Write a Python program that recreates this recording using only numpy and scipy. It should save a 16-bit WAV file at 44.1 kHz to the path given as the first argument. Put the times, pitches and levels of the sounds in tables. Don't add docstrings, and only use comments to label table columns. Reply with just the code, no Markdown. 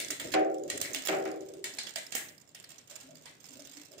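import sys
import numpy as np
from scipy import signal
from scipy.fft import rfft, irfft
from scipy.io import wavfile
from scipy.ndimage import uniform_filter1d

SR = 44100
rng = np.random.default_rng(int(sys.argv[2]) if len(sys.argv) > 2 else 0)


def dump_mix(stems):
    frames = np.atleast_2d(stems).T
    limited = np.clip(frames, -1, 1)
    pcm = np.round(limited * 32767).astype(np.int16)
    wavfile.write(sys.argv[1], SR, pcm)


N = 176400

# (time [s], level [dB], length [s], peak [Hz], body [dB], top [dB], room send [dB],
# left-right [dB])
SNAPS = [(0.0, -28, 0.0037, 2140, -3.5, -3, -3, 3), (0.047, -36.5, 0.00093, 6600, 2, -16, -13, -20),
         (0.083, -38, 0.0045, 7300, -14, -7, -13, -14), (0.1025, -31, 0.01, 7400, 5, -1, -3, 0.5),
         (0.105, -28.5, 0.0062, 6440, -28, -3, -7.5, -10), (0.196, -32.5, 0.01, 7300, 7, -2.5, -4, -4),
         (0.213, -37, 0.0029, 7300, -12, 21, -14, -7), (0.317, -31.5, 0.024, 7200, 9, 0, -27, -4),
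         (0.3377, -26.5, 0.0095, 2270, 12, -14, -42, -9), (0.7, -28.5, 0.0031, 6600, 3.5, -7.5, -5, 2),
         (0.774, -33, 0.0071, 7100, 0.5, -10, -21, -3), (0.813, -20.5, 0.0042, 7200, 0, 2.5, -9, -3),
         (0.849, -40.5, 0.0017, 2030, 28, -6, -2, 14), (0.9317, -33.5, 0.0053, 6960, -28, -2, -0.5, -23),
         (0.944, -35, 0.0062, 2750, 3, -25, -1, 4), (0.9464, -24.5, 0.0038, 7450, 8.5, 4, -19, -23),
         (1.05, -24.5, 0.024, 7360, 4.5, 9.5, -7.5, -21),
         (1.0722, -28, 0.0021, 6950, 2.5, -1.5, -10.5, -11), (1.083, -27, 0.011, 6830, 19, -4, -22, -17),
         (1.6411, -31, 0.0028, 7000, 2.5, -3.5, -2, 5), (1.7844, -31, 0.0056, 4470, -1, -17, -3.5, -4),
         (1.866, -35, 0.032, 5900, 12.5, -6, -18, -5.5), (1.958, -25.5, 0.0057, 7500, 5.5, -1, -8, -13),
         (2.065, -43, 0.0062, 6870, -5, -6, -23, -20), (2.121, -32.5, 0.0064, 6700, 3, -5, -5.5, -18),
         (2.148, -33.5, 0.0085, 6800, 14, -11, -1.5, -17), (2.1509, -19, 0.0052, 7400, -15, 5.5, -7, -6),
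         (2.547, -42, 0.0076, 2830, 1, -2.5, -6, -4), (2.64, -44, 0.0069, 4160, 6, -5, -12, 1),
         (3.2554, -46, 0.0049, 1070, 5.5, -7, -1, -20)]
# (frequency [Hz], gain [dB])
SNAP_EQ = [(60, -41), (200, -6), (400, -8.5), (700, -3.5), (1100, -10), (1500, -4), (1900, 4), (2500, -1.5),
           (4000, 2), (5800, -2), (8000, 3), (9500, 1), (11000, -6.5), (12200, -1), (13200, -8),
           (15200, 0.5)]
# (frequency [Hz], left-right [dB])
SNAP_PAN = [(300, -9), (2000, 6), (4200, -6.5), (6300, -15.5), (8300, 2.5), (11000, 0.5), (15000, -15.5)]
# (time [s], clank [dB], spoke gain [dB], spoke tilt [dB/octave])
DROPS = [(.339, -31, -29, 8), (1.0864, -32.5, -35.5, 0.5), (1.124, -36, -37.5, 4),
         (1.255, -42, -40.5, -2.5)]
# (frequency [Hz], gain [dB])
CLANK_EQ = [(50, -51), (150, -12), (240, -9), (340, -5.5), (480, -4), (650, 4.5), (790, -0.5), (900, -9),
            (1400, -4), (2300, -4.5), (3500, -17), (7000, -21.5), (10000, -41), (15000, -80)]
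# (frequency [Hz], T60 [s])
CLANK_T60 = [(150, .65), (450, .9), (800, .48), (1500, .42), (3000, .31), (8000, .2)]
# (frequency [Hz], gain [dB])
SPOKE_MODES = [(315.5, 4), (331, -4.5), (355, -6), (387.6, 1.5), (402, -6), (522.8, -8.5), (578, -4.5),
               (632, 1.5), (659, -4.5), (754.8, -2), (775, -2)]
# (frequency [Hz], T60 [s])
SPOKE_T60 = [(160, .7), (315, .85), (390, 1.2), (530, 1.05), (635, .58), (770, .6)]
# (time [s], level [dB], room send [dB])
LINK_TICKS = [(0.542, -49.5, -11), (0.631, -58.5, -4), (0.677, -48.5, -1.5), (1.4044, -50.5, -5.5),
              (1.485, -48.5, -10.5), (1.737, -46, -14), (2.284, -45, -29), (2.378, -51, -34),
              (2.4117, -52, -12), (2.5975, -47.5, -11), (2.689, -49.5, -2), (2.702, -46, -8),
              (2.7147, -47.5, -25), (2.781, -45, -10), (2.873, -52.5, -5), (2.897, -45, -4.5),
              (2.9087, -44.5, -5.5), (2.954, -42.5, -6), (2.959, -42.5, -31), (3.005, -46.5, -4.5),
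              (3.1066, -53, -15), (3.1671, -52.5, -10.5), (3.2303, -60, 2), (3.3998, -53, -9),
              (3.4402, -47.5, -6.5), (3.453, -49, -30), (3.4857, -47, -12), (3.5261, -50, -5),
              (3.534, -47, -27), (3.569, -49, -16), (3.5973, -47.5, -11), (3.651, -46.5, -11),
              (3.694, -49.5, -19), (3.7318, -47.5, -7.5), (3.772, -49, -28), (3.8133, -47.5, -35),
              (3.85, -51, -31), (3.926, -54, -2.5), (3.98, -48.5, -0.5)]
# (frequency [Hz], gain [dB])
LINK_EQ = [(100, -18), (500, -2.5), (1200, -8), (1900, -7), (4500, -4.5), (5300, -2), (5900, -1),
           (6400, 1.5), (6700, 2), (7500, 5.5), (8200, 3), (9200, -1.5), (11000, -17.5), (13000, -7.5),
           (15000, -9.5)]
# (frequency [Hz], left-right [dB])
LINK_PAN = [(500, -13), (3000, -23.5), (6300, -27.5), (8500, -9), (11000, -18), (15000, -32)]
# (time [s], rattle gain [dB], hum gain [dB])
RUNNING_GAINS = [(0, -51, -45.5), (.18, -61, -52.5), (.25, -41, -34.5), (.33, -41.5, -42), (.44, -64, -93),
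                 (.66, -54, -43.5), (.86, -41, -50), (1.1, -42.5, -57), (1.4, -56, -55), (1.9, -48.5, -61),
                 (2.079, -49, -61), (2.17, -51, -51.5), (2.4, -62, -69), (2.84, -59.5, -71.5),
                 (3.1, -54, -62), (3.38, -57.5, -71), (3.57, -51.5, -56.5), (3.79, -48, -70),
                 (4, -60, -57.5)]
# (frequency [Hz], boost [dB])
PLATE_MODES = [(6325, 1.5), (7435, 5.5)]
# (frequency [Hz], relative level [dB])
CASSETTE_MODES = [(1230, -24), (1410, -33), (1640, 33), (1835, 19), (1989, 17), (2390, -24), (2830, 4)]
# (time [s], peak level [dB], pitch [Hz], swell [s])
KNOCKS_AND_SWELL = [(0.944, -47.5, 279, 0.027), (.95, -49.5, 656, 0.013), (1.09, -49, 172.5, 0.032),
                    (1.55, -48.5, 383, 0.038), (1.957, -47, 650, 0.022), (2.146, -51, 248, 0.0096),
                    (2.147, -50.5, 480, 0.0063), (2.895, -59, 594, .025), (3.02, -60, 259, .08),
                    (3.07, -55.5, 600, 0.031), (3.246, -62, 990, 0.015), (3.08, -62.5, 160, 0.065),
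                    (3.485, -58.5, 268, 0.023), (3.55, -57.5, 267, 0.045), (3.585, -54, 620, 0.016),
                    (3.752, -53, 287, 0.023), (3.905, -59.5, 396, 0.073), (3.91, -57, 600, 0.038)]
# (frequency [Hz], gain [dB])
HUM_EQ = [(25, -32), (50, -21), (75, -5.5), (100, -4.5), (135, -5.5), (162, 3.5), (195, -11), (245, -2),
          (287, 10.5), (320, 3), (400, 3.5), (470, -2), (600, 6.5), (800, -14.5), (1300, -34),
          (3000, -40.5)]
# (frequency [Hz], gain [dB])
ROOM_EQ = [(100, -1), (2000, 4), (4000, 4.5), (7500, 1), (15000, -3.5)]
# (frequency [Hz], T60 [s])
ROOM_T60 = [(200, 0.42), (2000, 0.43), (7000, 0.31), (15000, 0.39)]
# (frequency [Hz], gain [dB])
FLOOR_EQ = [(30, -4), (130, 26.5), (2000, 5), (15000, -31)]
# (frequency [Hz], gain [dB])
LINK_SEND_EQ = [(3000, 5.5), (6000, 0)]

LINK_S = .0083


def snaps(size=2048, peak_db=6.5, peak_octaves=.29):
    direct, send, f = np.zeros((2, N)), np.zeros((2, N)), freqs(size)
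    for start, db, length_s, hz, body_db, top_db, send_db, pan_db in SNAPS:
        eq_db = curve(SNAP_EQ, f) + curve([(2500, body_db), (6500, 0), (9000, 0), (13000, top_db)], f)
        eq_db += peak_db * octave_bell(f, hz, peak_octaves)
        burst, balance_db = contact(length_s), curve(SNAP_PAN, f)
        add(direct, start, hit_level(colour(burst, eq_db + pan(balance_db + pan_db)), db))
        add(send, start, hit_level(colour(scatter(burst), eq_db + pan(.16 * balance_db)), db + send_db))
    return direct, send


def contact(length_s, size=2048, attack_s=.0016, ring_s=.0025, grain_db=5, colour_db=3.8):
    t = np.arange(size) / SR
    grain = undb(grain_db * np.repeat(rng.standard_normal(size // 16), 16))
    chatter = grain * np.exp(-(t / length_s) ** 2)
    envelope = (chatter + .25 * np.exp(-t / ring_s)) * rise(t, attack_s)
    burst = rng.standard_normal((2, size)) * envelope
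    return colour(burst, colour_db * wander(freqs(size) / 450))


def drops(spoke_rise_s=.015, rim_db=10.5):
    out, t = np.zeros((2, N)), np.arange(SR) / SR
    for start, clank_db, ring_db, tilt_db in DROPS:
        clank = dense_modes(CLANK_EQ, CLANK_T60)
        add(out, start, clank * undb(clank_db) / np.std(clank[:, :SR // 20]))
        struck = sum(undb(db + tilt_db * np.log2(hz / 400)) * spoke(hz, t, curve(SPOKE_T60, hz))
                     for hz, db in SPOKE_MODES)
        ring = struck * rise(t, spoke_rise_s) + undb(rim_db) * rim_spokes(t)
        add(out, start, undb(ring_db) * ring)
    return out


def spoke(hz, t, t60_s, left_lag_s=.00041, spread_rad=.6, waver_db=3, wavers_per_s=22):
    arrival_s = t - np.array([[left_lag_s], [0]])
    phase = 2 * np.pi * (hz * arrival_s + rng.random()) + spread_rad * rng.standard_normal((2, 1))
    return np.sin(phase) * undb(waver_db * wander(t * wavers_per_s)) * decay(t, t60_s)


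def rim_spokes(t, count=28, low_hz=335, high_hz=600, rise_s=.2, t60_s=.85):
    pitches_hz = low_hz + (high_hz - low_hz) * (np.arange(count) + rng.random(count)) / count
    return sum(spoke(hz, t, t60_s) for hz in pitches_hz) / np.sqrt(count) * rise(t, rise_s)


def link_ticks(size=2048):
    direct, send, f = np.zeros((2, N)), np.zeros((2, N)), freqs(size)
    eq_db = curve(LINK_EQ, f)
    for start, db, send_db in LINK_TICKS:
        burst = contact(LINK_S)
        add(direct, start, hit_level(colour(burst, eq_db + pan(curve(LINK_PAN, f))), db))
        add(send, start, hit_level(colour(scatter(burst), eq_db + curve(LINK_SEND_EQ, f)), db + send_db))
    return direct, send


def rattle(gain, clicks_per_s=140, spread_db=7):
    clicks, f = np.zeros((2, N)), freqs(N)
    for slot_s in np.arange(0, N / SR - 2 / clicks_per_s, 1 / clicks_per_s):
        start = slot_s + 2 * rng.random() / clicks_per_s
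        click = contact(LINK_S / 2, size=512)
        add(clicks, start, click * undb(spread_db * np.clip(rng.standard_normal(), -2, 2)))
    eq_db = curve(LINK_EQ, f)
    direct = level(colour(clicks, eq_db + pan(curve(LINK_PAN, f))), -4.5)
    send = level(colour(clicks, eq_db + curve(LINK_SEND_EQ, f)), -13)
    return direct * gain, send * gain


def side_plates(x, half_width_hz=110, ripple_db=3, ripple_hz=160):
    f = freqs(N + SR)
    ripple = np.array([wander(f / ripple_hz) for _ in range(2)]) * np.clip(f / 1000 - 1, 0, 1)
    peaks_db = sum(db / (1 + ((f - hz) / half_width_hz) ** 2) for hz, db in PLATE_MODES)
    return colour(np.pad(x, ((0, 0), (0, SR))), peaks_db + ripple_db * ripple - 1)[:, :N]


def cassette_response(t60_s=.42, detune=.012, gain_db=-15.5):
    t, ring = np.arange(2 * SR) / SR, 0
    for hz, db in 2 * list(CASSETTE_MODES):
        detuned_hz = hz * (1 + detune * rng.standard_normal())
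        ring += undb(db) * np.sin(2 * np.pi * (detuned_hz * t + rng.random((2, 1))))
    return undb(gain_db) * unit_energy(ring * decay(t, t60_s))


def knocks_and_swell(width_octaves=.17):
    out, t, f = np.zeros((2, N)), np.arange(SR) / SR, freqs(SR)
    for start, db, hz, swell_s in KNOCKS_AND_SWELL:
        cluster = irfft(rfft(stereo_noise(SR)) * octave_bell(f, hz, width_octaves), SR)
        envelope = t / swell_s * np.exp(1 - t / swell_s)
        add(out, start, level(cluster * envelope, db) * np.sqrt(np.mean(envelope ** 2)))
    return out


def wheel_hum(t, gain_db, waver_db=4.5, wavers_per_s=51):
    gain = undb(gain_db + waver_db * wander(t * wavers_per_s))
    return level(colour(stereo_noise(N), curve(HUM_EQ, freqs(N))), -2.9) * gain


def room_response(build_s=.003, gain=1.32):
    t = np.arange(2 * SR) / SR
    return gain * unit_energy(dense_modes(ROOM_EQ, ROOM_T60) * rise(t, build_s))


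def scatter(burst):
    spectrum = rfft(burst)
    smooth_power = uniform_filter1d(np.abs(spectrum) ** 2, size=21)
    return irfft(spectrum / np.sqrt(smooth_power), burst.shape[-1])


def noise_floor(rms_db=-67):
    return level(colour(stereo_noise(N), curve(FLOOR_EQ, freqs(N))), rms_db)


def dense_modes(eq, t60_table):
    n, out = 2 * SR, 0
    f, t = freqs(n), np.arange(n) / SR
    spectrum = rfft(stereo_noise(n)) * undb(curve(eq, f))
    centres_hz = 125 * 2 ** (np.arange(15) / 2)
    for hz, weights in zip(centres_hz, np.eye(len(centres_hz))):
        band = irfft(spectrum * np.interp(f, centres_hz, weights), n)
        out += band * decay(t, curve(t60_table, hz))
    return out


def stereo_noise(n, coherent_below_hz=470):
    mid, side = rfft(rng.standard_normal((2, n)))
    coherence = .8 / (1 + (freqs(n) / coherent_below_hz) ** 4)
    mid *= np.sqrt((1 + coherence) / 2)
    side *= np.sqrt((1 - coherence) / 2)
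    return irfft(np.array([mid + side, mid - side]), n)


def colour(x, db):
    n = x.shape[-1]
    cepstrum = irfft(np.log(undb(db)), n)
    cepstrum[..., 1:n // 2] *= 2
    cepstrum[..., n // 2 + 1:] = 0
    return irfft(rfft(x) * np.exp(rfft(cepstrum)), n)


def curve(points, hz):
    points_hz, values = np.array(points, float).T
    return np.interp(np.log(np.maximum(hz, 1)), np.log(points_hz), values)


def wander(x, size=1000):
    return np.interp(x, np.arange(size), rng.standard_normal(size))


def octave_bell(f, hz, width_octaves):
    return np.exp(-(np.log2((f + 1) / hz) / width_octaves) ** 2)


def rise(t, tau_s):
    return 1 - np.exp(-t / tau_s)


def decay(t, t60_s):
    return np.exp(-np.log(1000) * t / t60_s)


def freqs(n):
    return np.arange(n // 2 + 1) * SR / n


def undb(db):
    return 10 ** (np.asarray(db) / 20)


def level(x, rms_db):
    return x * undb(rms_db) / np.sqrt(np.mean(x ** 2))


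def hit_level(x, db):
    return x * undb(db) * np.sqrt(.006 * SR / np.mean(np.sum(x ** 2, axis=-1)))


def unit_energy(x):
    return x / np.sqrt(np.sum(x ** 2, axis=1, keepdims=True))


def pan(db):
    return np.array([[.5], [-.5]]) * db


def add(out, start_s, x):
    i = int(start_s * SR)
    out[:, i:i + x.shape[1]] += x[:, :N - i]


def scene():
    t = np.arange(N) / SR
    times_s, rattle_db, hum_db = np.array(RUNNING_GAINS).T
    hum = wheel_hum(t, np.interp(t, times_s, hum_db))
    floor = noise_floor()
    response = room_response() + cassette_response()
    landings = drops()
    rattle_gain = undb(np.interp(t, times_s, rattle_db))
    direct, send = np.sum([snaps(), link_ticks(), rattle(rattle_gain)], axis=0)
    reverb = signal.fftconvolve(send, response, axes=1)[:, :N]
    return side_plates(direct) + reverb + landings + knocks_and_swell() + hum + floor


def record(dry, cutoff_hz=15350):
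    return signal.sosfilt(signal.ellip(8, .2, 70, cutoff_hz, fs=SR, output="sos"), dry)


dry = scene()
out = record(dry)
dump_mix(out)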